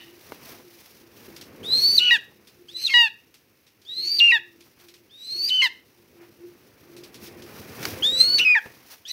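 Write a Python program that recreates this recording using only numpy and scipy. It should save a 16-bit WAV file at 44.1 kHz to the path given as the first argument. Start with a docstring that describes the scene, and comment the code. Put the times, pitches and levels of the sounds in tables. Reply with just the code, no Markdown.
"""A large bird of prey cries five times in a concrete yard and starts a sixth.
Its voice box (the syrinx) makes a rising raspy whistle that cracks, drops to a growling middle note
and ends in a yelp. There the vibration repeats only every second cycle ("doubling"), which adds tones
between the overtones. The yard echoes briefly. Feathers and clothes rustle, a hand rubs and bumps a
camera close by, and a faint low tone comes and goes far away."""
import sys
import numpy as np
from scipy import signal
from scipy.fft import rfft, irfft, next_fast_len
from scipy.io import wavfile

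SR = 44100
rng = np.random.default_rng(int(sys.argv[2]) if len(sys.argv) > 2 else 0)


def store_wav(level_fs):
    """Save 16-bit WAV to argv[1]."""
    pcm = np.round(np.clip(np.atleast_2d(level_fs), -1, 1) * 32767)
    wavfile.write(sys.argv[1], SR, pcm.T.astype(np.int16))


N = 402191
TIME = np.arange(N) / SR
CUTOFF_HZ = 15700

# tone colour of rustling feathers and cloth, and of hissing breath: (frequency [Hz], level [dB])
RUSTLE_COLOUR = [(900, -13), (2000, 0), (3500, 1.5), (5800, 3.5), (7500, -7.5), (10000, -3.5), (13000, 0),
                 (16000, 1.5)]
# the whistle that opens each cry: (start [s], end [s], base pitch [Hz], top pitch [Hz],
# curve of the climb [power], final sag [Hz], roughness [0-1], first doubling [dB],
# settled doubling [dB], rasp [dB], hiss [dB], ragged overtones [dB])
WHISTLE_NOTES = [(1.63, 1.972, 3520, 4542, 2.14, 8, 0.21, -21.5, -55, -5, -3, -2.5),
                 (2.683, 2.859, 3500, 4120, 2.75, -2, 0.21, -11.5, -43, 2.5, -8.5, -8.5),
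                 (3.85, 4.182, 3513, 4703, 1.45, 1.5, .22, -19.5, -43.5, 4, -8, -5),
                 (5.094, 5.483, 3543, 4810, 0.83, -0.5, 0.15, -13, -56, 1.5, -6, -6),
                 (8.022, 8.392, 3475, 4643, 1.1, 275, 0.053, -32, -59, -3.5, -11.5, -16.5),
                 (9.052, 9.116, 3640, 4020, 1.46, 4.5, 0.26, -21.5, -33, 4, -7, -23)]


def from_db(db):
    """Turn decibels into a factor to multiply by."""
    return 10 ** (np.asarray(db) / 20)


def rms_one(x):
    """Scale a sound to an average strength (rms) of 1."""
    return x / np.sqrt(np.mean(x ** 2) + 1e-20)


def follow(rows, t):
    """Read each column of a timed table at the times t."""
    times, *columns = np.transpose(rows)
    return [np.interp(t, times, column) for column in columns]


def at_hz(colour, hz):
    """The level in dB of a tone colour at these frequencies."""
    points_hz, points_db = np.transpose(colour)
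    return np.interp(np.log(hz + 1e-9), np.log(points_hz), points_db)


def coloured(x, colour):
    """Give a sound a tone colour and a strength of 1."""
    size = next_fast_len(len(x))
    hz = np.arange(size // 2 + 1) * SR / size
    spectrum = rfft(x, size) * from_db(at_hz(colour, hz))
    return rms_one(irfft(spectrum, size)[:len(x)])


def wander(rate_hz, size):
    """A smooth random wobble of strength 1, up to about rate_hz fast."""
    pole = np.exp(-2 * np.pi * rate_hz / SR)
    run_in = SR // 10
    smooth = signal.lfilter([1], [1, -2 * pole, pole * pole], rng.standard_normal(size + run_in))
    return rms_one(smooth[run_in:])


def noise(colour, grain_db=0, grain_hz=100):
    """Coloured noise; grain makes it flicker, as when surfaces catch and slip."""
    return coloured(rng.standard_normal(N) * from_db(grain_db * wander(grain_hz, N)), colour)


def noise_band(phase, width_hz):
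    """A narrow band of noise that follows a tone."""
    size = len(phase)
    return wander(width_hz, size) * np.sin(phase) + wander(width_hz, size) * np.cos(phase)


def strokes(rows):
    """A loudness curve of sudden starts that each fade by 60 dB in fade_s."""
    out = np.zeros(N)
    for start, db, fade_s in rows:
        first = int(start * SR)
        t = TIME[:min(SR // 2, N - first)]
        out[first:first + len(t)] += from_db(db - 60 * t / fade_s)
    return out


def swell(middle_s, half_s):
    """A bell-shaped rise and fall."""
    return np.exp(-np.minimum(((TIME - middle_s) / half_s) ** 2, 20))


def span(start, end):
    """The times of a note and its progress from 0 to 1."""
    t = TIME[int(start * SR):int(end * SR)]
    return t, np.linspace(0, 1, len(t))


def outdoor_air(level_db=-68):
    """The quiet, steady hush of the air outdoors."""
    # tone colour of the hush: (frequency [Hz], level [dB])
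    air_colour = [(18, -44), (30, -12.5), (86, 1.5), (179, -6.5), (345, 1.5), (649, -12), (1160, -11.5),
                  (2750, -5.5), (3400, -24.5), (5450, -26.5), (8300, -34), (14800, -13.5), (16000, -21)]
    return from_db(level_db) * noise(air_colour)


def opening_ring(level_db=-45, fade_s=0.42):
    """At the start the yard still rings from an earlier yelp."""
    # tone colour of the ringing: (frequency [Hz], level [dB])
    ring_colour = [(1400, -41), (1750, -15), (1900, -6), (2150, -20), (2650, -12), (2950, -1), (3200, -23),
                   (3650, -12), (4500, -25), (7000, -47)]
    return strokes([(0, level_db, fade_s)]) * noise(ring_colour)


def handling(usual_loudness_db=-60, rumble_db=-57, rub_db=-64, rustle_db=-60.5):
    """A hand rumbles and rubs on the camera while feathers and cloth rustle; all swell and fade."""
    # loudness of the close rumble, rubbing and rustle; near 8.56 s the sound drops away deeply for a moment:
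    # (time [s], level [dB])
    loudness = [(0.0, -61), (0.56, -55.5), (0.73, -65.5), (1.55, -51.5), (1.73, -45), (1.78, -47.5),
                (2.31, -62), (3.76, -71), (4.01, -62.5), (4.57, -65.5), (4.62, -65), (5.26, -68),
                (5.36, -59.5), (5.74, -65.5), (6.88, -58.5), (6.96, -54), (6.99, -56), (7.34, -51),
                (7.72, -49), (7.87, -40.5), (8.26, -49.5), (8.41, -45.5), (8.56, -83.5), (8.66, -54.5),
                (8.74, -61), (9.12, -71)]
    # feathers and cloth sweep past: (middle [s], half length [s], rustle [dB], rubbing [dB])
    sweeps = [(0.006, 0.11, -60.5, -71), (0.313, 0.11, -53.5, -61), (0.496, 0.063, -45.5, -53),
              (0.803, 0.17, -54, -64.5), (1.25, 0.084, -55.5, -63), (4.671, 0.022, -64, -67.5),
              (4.827, .04, -58, -61.5), (6.229, 0.039, -75, -60), (7.249, 0.032, -43, -63.5),
              (7.59, 0.12, -51, -58.5), (7.881, 0.13, -39.5, -50.5), (8.29, 0.17, -44, -64),
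              (8.733, 0.3, -58.5, -63.5), (8.93, 0.028, -45, -56)]
    # tone colours of the hand's rumble and rubbing: (frequency [Hz], level [dB])
    rumble_colour = [(18, -59), (30, -18), (92, -1), (140, -0.5), (178, -4), (219, 0), (397, -1),
                     (517, -4.5), (559, -10), (700, -16.5), (910, -47.5), (1540, -120)]
    rub_colour = [(250, -23.5), (450, 1.5), (800, 4), (1500, 1.5), (2500, 1), (5000, -28)]
    change_db = follow(loudness, TIME)[0] - usual_loudness_db
    rub_level = from_db(rub_db + change_db)
    rustle_level = from_db(rustle_db + 0.47 * change_db)
    for middle_s, half_s, sweep_rustle_db, sweep_rub_db in sweeps:
        sweep = swell(middle_s, half_s)
        rub_level += from_db(sweep_rub_db) * sweep
        rustle_level += from_db(sweep_rustle_db) * sweep
    rumble = from_db(rumble_db + change_db) * noise(rumble_colour, grain_db=2, grain_hz=25.3)
    rub = rub_level * noise(rub_colour, grain_db=1.5, grain_hz=60)
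    rustle = rustle_level * noise(RUSTLE_COLOUR, grain_db=2, grain_hz=45)
    return rumble + rub + rustle


def far_tone(pitch_hz=348.6, fade_s=0.064, waver_db=3.5):
    """Faint, wavering low notes in the distance."""
    # the far notes: (start [s], end [s], level [dB])
    notes = [(-.05, 0.233, -53.5), (0.585, 0.81, -51.5), (1.012, 1.116, -51.5), (1.203, 1.45, -52.5),
             (1.645, 2.08, -52), (2.28, 2.482, -64.5), (2.514, 2.925, -57), (3.948, 4.677, -53),
             (4.776, 5.099, -57), (5.297, 5.494, -53), (5.656, 5.76, -61), (5.942, 6.077, -54.5),
             (6.12, 6.328, -47.5), (6.37, 6.565, -44), (6.849, 7.08, -46.5), (7.137, 7.503, -49)]
    level = sum(from_db(db) * np.clip(np.minimum(TIME - start, end - TIME) / fade_s, 0, 1)
                for start, end, db in notes)
    phase = 2 * np.pi * np.cumsum(pitch_hz * (1 + .018 * wander(12, N))) / SR
    return level * from_db(waver_db * wander(38, N)) * np.sin(phase)


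def camera_bumps():
    """Each bump of the hand on the camera gives a dull thud and a tick."""
    # the bumps: (time [s], thud level [dB], tick against thud [dB], time to fade by 60 dB [s])
    bumps = [(0.321, -29.5, -22, 0.031), (.549, -50, -12, 0.061), (0.599, -46, -12, 0.078),
             (7.211, -57, -16, 0.072), (7.828, -45, 12, 0.12), (7.853, -29, 10.5, 0.02),
             (8.659, -35, -19, 0.054)]
    # tone colours of the thud and the tick: (frequency [Hz], level [dB])
    thud_colour = [(50, -23), (130, -7), (330, 1), (600, -1.5), (1200, -9.5), (2500, -16), (6000, -32)]
    tick_colour = [(500, -12), (1500, 0), (3000, 0), (6000, -2), (8000, -14), (15000, -16), (17000, -50)]
    thuds = strokes([(start, db, fade_s) for start, db, _, fade_s in bumps])
    ticks = strokes([(start, db + tick_db, fade_s) for start, db, tick_db, fade_s in bumps])
    return thuds * noise(thud_colour) + ticks * noise(tick_colour)


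def scuffs(fade_s=.17, peak_above_average_db=8.5):
    """Feathers and claws scuff the concrete in sudden grainy scrapes."""
    # the scrapes: (time [s], peak level [dB])
    scrapes = [(1.3633, -33), (1.4117, -35), (2.4723, -41), (3.3413, -41), (3.6661, -47), (3.8167, -47),
               (4.6059, -42), (4.7994, -46), (4.8843, -41), (4.9392, -42), (6.9656, -37), (7.0359, -36),
               (7.1437, -34), (7.2654, -38), (7.4215, -38)]
    # tone colour of a scrape: (frequency [Hz], level [dB])
    scrape_colour = [(600, -22), (1500, -8), (2600, 0), (5500, 0), (7500, -10), (12000, -10), (16000, -14),
                     (17000, -50)]
    level = strokes([(start, db - peak_above_average_db, fade_s) for start, db in scrapes])
    return level * noise(scrape_colour, grain_db=2, grain_hz=400)


def breath_rasp(pitch, phase, rough, band_hz=220, ring_db=-9):
    """The vibration chops the rushing air, so its noise gathers at every half step of the overtones."""
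    # tone colours of the rasp and of the throat ringing with it: (frequency [Hz], level [dB])
    rasp_colour = [(500, -20), (1300, -19), (2000, -6), (2700, -4.5), (3400, -13.5), (4400, 11),
                   (5400, -0.5), (6200, -2), (7300, -11.5), (10500, -13.5), (13500, -15.5), (16000, -18)]
    ring_colour = [(1300, -30.5), (2150, -8.5), (2500, -2.5), (2850, -0.5), (3150, -7.5), (3800, -30.5)]
    size = len(pitch)
    bands = np.zeros(size)
    for multiple in np.arange(2, 17) / 2:
        band = noise_band(multiple * phase, band_hz) * (multiple * pitch < CUTOFF_HZ)
        bands += band * from_db(3 * wander(25, size))
    rasp = coloured(rms_one(bands) + .36 * rng.standard_normal(size), rasp_colour)
    ring = coloured(rng.standard_normal(size), ring_colour)
    return rasp + from_db(ring_db) * 2 * np.sqrt(rough) * ring


def syrinx(t, pitch, level_db, doubling_db, rough, rasp_db, growl_ratio=0.96):
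    """One note: breath shakes the membranes of the voice box; throat and beak shape the overtones."""
    # how the bird holds itself in each cry: (beak opening [factor on the throat's frequencies],
    # beak ring [dB], undertone [dB], top overtones [dB])
    postures = [(1.01, -3.5, -12.5, 5), (1.018, -2.5, -11, 3), (0.975, -4.5, -3.5, 0.5),
                (1.026, -2, -2.5, 7.5), (0.73, 4.5, -0.5, -21.5), (0.88, 8, -0.5, -8)]
    # how well throat and open beak pass each tone: (frequency [Hz], level [dB])
    throat = [(800, 4), (1100, 0), (1450, 13), (1850, 4), (2850, 10), (3800, -3), (4600, -10), (5600, -27),
              (7000, -25.5), (9300, -40.5), (11500, -45), (13500, -36), (15500, -44)]
    # the fifth whistle briefly repeats only every third cycle: (time [s], level of added tones [dB])
    tripling = [(8.17, -53), (8.25, -50.5), (8.34, -39), (8.37, -65.5)]
    pitch_shake, level_shake, flutter_hz = .025, .49, 330
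    beak_hz, beak_width_hz, top_hz, slap_hz = 7050, 2000, 10300, 6000
    middle_hz, middle_width_hz, fade_s = 2867, 240, 0.002
    cry = sum(note[0] < t[-1] for note in WHISTLE_NOTES) - 1
    opening, beak_db, undertone_db, top_db = postures[cry]
    first, size = int(round(t[0] * SR)), len(t)
    rough = np.clip(rough, 0, 1)
    # with strong, clean doubling the membranes lock and slap shut: sharper overtones, less leaking air
    locked = np.clip(1 + doubling_db / 16, 0, 1) * (1 - rough)
    # roughness shakes both the pitch and the strength of the vibration
    shake = 1 + pitch_shake * rough * wander(flutter_hz, size) + 0.003 * wander(48, size)
    phase = 2 * np.pi * np.cumsum(pitch * shake) / SR

    # the tones in the voice: (multiple of the pitch, level [dB])
    tripling_db = np.interp(t, *np.transpose(tripling), left=-120, right=-120)
    tones = [(k, 0) for k in range(1, 9)] + [(k / 2, doubling_db) for k in range(3, 16, 2)]
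    tones += [(k / 3, tripling_db) for k in (2, 4, 5)] + [(1 / 3, tripling_db - 16)]
    tones += [(.5, 1.3 * doubling_db + undertone_db)]  # the undertone needs strong doubling
    voice = np.zeros(size)
    for multiple, share_db in tones:
        hz = multiple * pitch
        throat_db = at_hz(throat, hz / opening) - at_hz(throat, pitch / opening)
        ring_db = beak_db * np.exp(-((hz - beak_hz) / beak_width_hz) ** 2)
        treble_db = top_db * np.clip(4 * (hz / top_hz - 1) + 1, 0, 1)
        slap_db = 4 * locked * np.clip(hz / slap_hz - .5, 0, 1)
        gain = from_db(share_db + throat_db + ring_db + treble_db + slap_db) * (hz < CUTOFF_HZ)
        voice += gain * np.sin(multiple * phase) * (1 + level_shake * rough * wander(flutter_hz, size))
    # the growl: an unsteady tone just under the pitch beats with it, a little more on middle notes
    growl = .75 * rough + .06 * np.exp(-((pitch - middle_hz) / middle_width_hz) ** 2)
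    voice += growl * noise_band(growl_ratio * phase, width_hz=130)
    power = 1 + (level_shake * rough) ** 2 + 2 * growl ** 2
    voice *= np.sqrt(2 / power) * from_db(level_db)
    rasp = breath_rasp(pitch, phase, rough) * from_db(rasp_db - 5 * locked + 2 * wander(100, size))
    edges = np.clip(np.minimum(t - t[0], t[-1] - t) / fade_s, 0, 1)
    return np.pad((voice + rasp) * edges, (first, N - first - size))


def whistles(scoop_hz=613, scoop_s=0.014, sag_s=0.0288, settle_s=0.16):
    """The pitch scoops up and climbs as the doubling fades; escaping air adds hiss and ragged tones."""
    # the bird's effort, one list for each whistle: (time [s], tone [dB], escaping air [dB])
    efforts = [
        [(1.625, -54, -56), (1.633, -46.5, -54), (1.667, -33.5, -49), (1.739, -18.5, -46),
         (1.773, -19.5, -39.5), (1.803, -18.5, -35.5), (1.807, -28.5, -36), (1.839, -16.5, -38.5),
         (1.963, -20, -37), (1.97, -21.5, -30.5)],
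        [(2.68, -59, -61.5), (2.69, -43.5, -58), (2.734, -55, -54.5), (2.752, -37.5, -65), (2.768, -28, -50.5),
         (2.818, -42, -39.5), (2.856, -21, -43.5)],
        [(3.849, -57, -69), (3.899, -34.5, -62.5), (3.957, -35.5, -59), (3.975, -30, -58.5),
         (3.983, -29, -53.5), (4.031, -27, -49.5), (4.045, -31, -44.5), (4.101, -23, -45), (4.135, -24, -47.5),
         (4.18, -24, -40.5)],
        [(5.094, -65.5, -81), (5.118, -53.5, -67.5), (5.216, -44.5, -56.5), (5.326, -30, -48.5),
         (5.348, -28.5, -50.5), (5.374, -30.5, -45.5), (5.418, -28, -46), (5.48, -26, -39)],
        [(8.026, -26.5, -52), (8.042, -18, -32), (8.138, -26, -43.5), (8.192, -21.5, -27.5),
         (8.214, -12.5, -25.5), (8.222, -20.5, -26), (8.266, -17.5, -39.5), (8.294, -24.5, -42.5),
         (8.354, -20.5, -38), (8.38, -28.5, -40)],
        [(9.055, -39.5, -69), (9.079, -40.5, -44), (9.091, -44, -43.5), (9.115, -27, -39)],
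    ]
    # overtones torn into wide bands: (multiple of the pitch [factor], width [Hz], level [dB])
    ragged_bands = [(1.299, 380, -4), (1.98, 299.1, -7), (2.35, 350, -12.5), (2.98, 300, -5.5)]
    # the voice catches harshly: (middle [s], half length [s], boost of the ragged bands [dB])
    catches = [(3.99, .012, 7.5), (5.38, 0.019, 5), (8.074, .016, 11.5), (8.225, .02, 1)]
    catch_db = sum(db * swell(middle_s, half_s) for middle_s, half_s, db in catches)
    out, hiss_level = np.zeros(N), np.zeros(N)
    for note, effort in zip(WHISTLE_NOTES, efforts):
        start, end, base_hz, top_hz, curve, sag_hz, rough = note[:7]
        first_db, settled_db, rasp_db, hiss_db, ragged_db = note[7:]
        t, progress = span(start, end)
        size, first = len(t), int(start * SR)
        during = slice(first, first + size)
        tone_db, air_db = follow(effort, t)
        pitch = top_hz - (top_hz - base_hz) * (1 - progress) ** curve
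        pitch -= scoop_hz * np.exp(-(t - start) / scoop_s) + sag_hz * np.exp((t - end) / sag_s)
        pitch *= 1 + .005 * wander(14, size)
        tone_db += 1.5 * wander(35, size)
        doubling_db = settled_db + (first_db - settled_db) * np.exp(-(t - start) / settle_s)
        out += syrinx(t, pitch, tone_db, doubling_db, rough, air_db + rasp_db, growl_ratio=0.95)
        phase = 2 * np.pi * np.cumsum(pitch) / SR
        for multiple, width_hz, db in ragged_bands:
            band = noise_band(multiple * phase, width_hz)
            flutter_db = 3.5 * wander(40, size)
            out[during] += band * from_db(air_db + ragged_db + catch_db[during] + db + flutter_db)
        hiss_level[during] += from_db(air_db + hiss_db)
    return out + hiss_level * noise(RUSTLE_COLOUR, grain_db=4, grain_hz=90)


def cracks(edge_db=-17.5, doubling_db=-40):
    """The whistle gives way in a short downward slide, loudest halfway through."""
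    # the slides: (start [s], end [s], start pitch [Hz], end pitch [Hz], lateness of the fall [power],
    # peak level [dB], roughness [0-1], rasp [dB])
    slides = [(1.971, 1.996, 4600, 3510, 1.03, -6.5, .05, -31),
              (2.854, 2.884, 4070, 3090, 1.85, -17, 0.05, -35.5),
              (4.183, 4.206, 4650, 2784, 1.9, -12, 0.48, -38),
              (5.483, 5.505, 4765, 2610, 1.7, -22, 0.24, -32.5),
              (8.381, 8.399, 4340, 2618, 3, -18.5, 1.1, -26)]
    out = np.zeros(N)
    for start, end, start_hz, end_hz, lateness, peak_db, rough, rasp_db in slides:
        t, progress = span(start, end)
        pitch = start_hz + (end_hz - start_hz) * progress ** lateness
        level_db = peak_db + edge_db * abs(2 * progress - 1)
        out += syrinx(t, pitch, level_db, doubling_db, rough, rasp_db)
    return out


def middle_notes(attack_s=0.009, break_s=0.0045, plunge_hz=420, plunge_s=.0045):
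    """A gently bent, growling note that ends in a plunge, roughest where the voice breaks in and out."""
    # the notes: (start [s], end [s], start pitch [Hz], pitch before the plunge [Hz], arch [Hz],
    # early level [dB], end level [dB], doubling [dB], roughness [0-1], rasp [dB])
    notes = [(1.991, 2.111, 2820, 2827, 133.5, -21.5, -16.5, -12.5, 0.26, -35.5),
             (2.875, 2.909, 2766, 2700, 6.5, -29, -26, -10, 0.3, -45),
             (2.894, 2.946, 2136, 2152, 9, -26.5, -27, -9, 0.1, -34),
             (4.2, 4.319, 2777, 2645, 98.5, -7, -15, -36.5, 0.06, -43),
             (5.5, 5.622, 3004, 2940, 67, -17.5, -18, -32.5, 0.05, -39.5),
             (8.392, 8.451, 2526, 2786, 293, -11, -26.5, -27, 0.37, -50),
             (8.447, 8.554, 2590, 2427, -25.5, -11.5, -17.5, -32, 0.11, -57)]
    out = np.zeros(N)
    for start, end, start_hz, end_hz, arch_hz, early_db, end_db, doubling_db, rough, rasp_db in notes:
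        t, progress = span(start, end)
        arch = 1 - (2 * progress - 1) ** 2
        pitch = start_hz + (end_hz - start_hz) * progress + arch_hz * arch
        pitch -= plunge_hz * np.exp((t - end) / plunge_s)
        level_db = early_db + (end_db - early_db) * progress - 10 * np.exp(-(t - start) / attack_s)
        breaking = np.exp(-np.minimum(t - start, end - t) / break_s)
        out += syrinx(t, pitch, level_db, doubling_db, rough + .3 * breaking, rasp_db, growl_ratio=.93)
    return out


def yelps(lock_s=0.0023, fade_db=20):
    """A low note locks into doubling, holds, then droops, frays and fades as the breath runs out."""
    # the yelps: (start [s], end [s], start pitch [Hz], end pitch [Hz], lateness of the droop [power],
    # level [dB], base doubling [dB], base roughness [0-1], rasp [dB])
    notes = [(2.108, 2.174, 1920, 1528, 2.7, -14.5, -11.5, .05, -35.5),
             (2.937, 3.084, 1920, 1647, 3.3, -17.5, -4, .025, -35.5),
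             (4.32, 4.382, 1928, 1632, 1.8, -15, -16, 0, -56),
             (5.618, 5.68, 2130, 1682, 2.1, -16.5, -12.5, 0.16, -31),
             (8.552, 8.595, 1923, 1528, 1.2, -15, -13.5, 0.11, -51.5)]
    out = np.zeros(N)
    for start, end, start_hz, end_hz, lateness, db, base_doubling_db, base_rough, rasp_db in notes:
        t, progress = span(start, end)
        pitch = start_hz + (end_hz - start_hz) * progress ** lateness
        fading = progress ** 3.16
        unlocked = np.exp(-(t - start) / lock_s)
        doubling_db = base_doubling_db + 8 * progress - 13 * unlocked
        rough = base_rough + .18 * unlocked + .08 * fading
        drop_db = fade_db * fading
        out += syrinx(t, pitch, db - drop_db, doubling_db, rough, rasp_db - .6 * drop_db)
    return out


def yard(bird, treble_hz=5400, dull_hz=11000, scatter_s=0.059, tail_s=0.32, tail_db=-20.5):
    """The bird faces away, so its treble mostly arrives scattered off the ground; short echoes follow."""
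    # echoes off ground and walls: (delay [s], level [dB])
    echoes = [(.0042, -17.5), (0.0131, -18), (0.025, -28.5), (.058, -32.5)]
    t = TIME[:SR]
    lows = signal.sosfilt(signal.butter(6, treble_hz, fs=SR, output="sos"), bird)
    treble = signal.sosfilt(signal.butter(6, treble_hz, "high", fs=SR, output="sos"), bird)
    direct = lows - from_db(-7) * treble
    scatter = rng.standard_normal(SR) * from_db(-60 * t / scatter_s)
    scattered = from_db(-1) * signal.fftconvolve(treble, scatter / np.linalg.norm(scatter))[:N]
    build_up = 1 - np.exp(-t / .02)
    tail = rng.standard_normal(SR) * from_db(-60 * t / tail_s) * build_up
    response = from_db(tail_db) * tail / np.linalg.norm(tail)
    for delay, db in echoes:
        response[int(delay * SR)] += from_db(db)
    response = signal.sosfilt(signal.butter(2, dull_hz, fs=SR, output="sos"), response)
    return direct + scattered + signal.fftconvolve(bird, response)[:N]


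def far_hum(pitch_hz=522, level_db=-46):
    """A faint hum swells and fades once, around the fifth cry."""
    hum = np.sqrt(2) * np.sin(2 * np.pi * pitch_hz * TIME)
    return from_db(level_db) * swell(middle_s=8.14, half_s=0.21) * hum


def scene():
    """The bird in its yard, with the small noises nearby and the quiet outdoors, in one channel."""
    bird = yard(whistles() + cracks() + middle_notes() + yelps())
    nearby = handling() + camera_bumps() + scuffs()
    background = outdoor_air() + opening_ring() + far_tone() + far_hum()
    return (bird + nearby + background)[None]


def record(dry):
    """The microphone drops the deepest bass and the highest treble."""
    without_bass = signal.sosfilt(signal.butter(2, 50, "high", fs=SR, output="sos"), dry)
    return signal.sosfilt(signal.ellip(10, .2, 80, CUTOFF_HZ, fs=SR, output="sos"), without_bass)


dry = scene()
out = record(dry)
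store_wav(out)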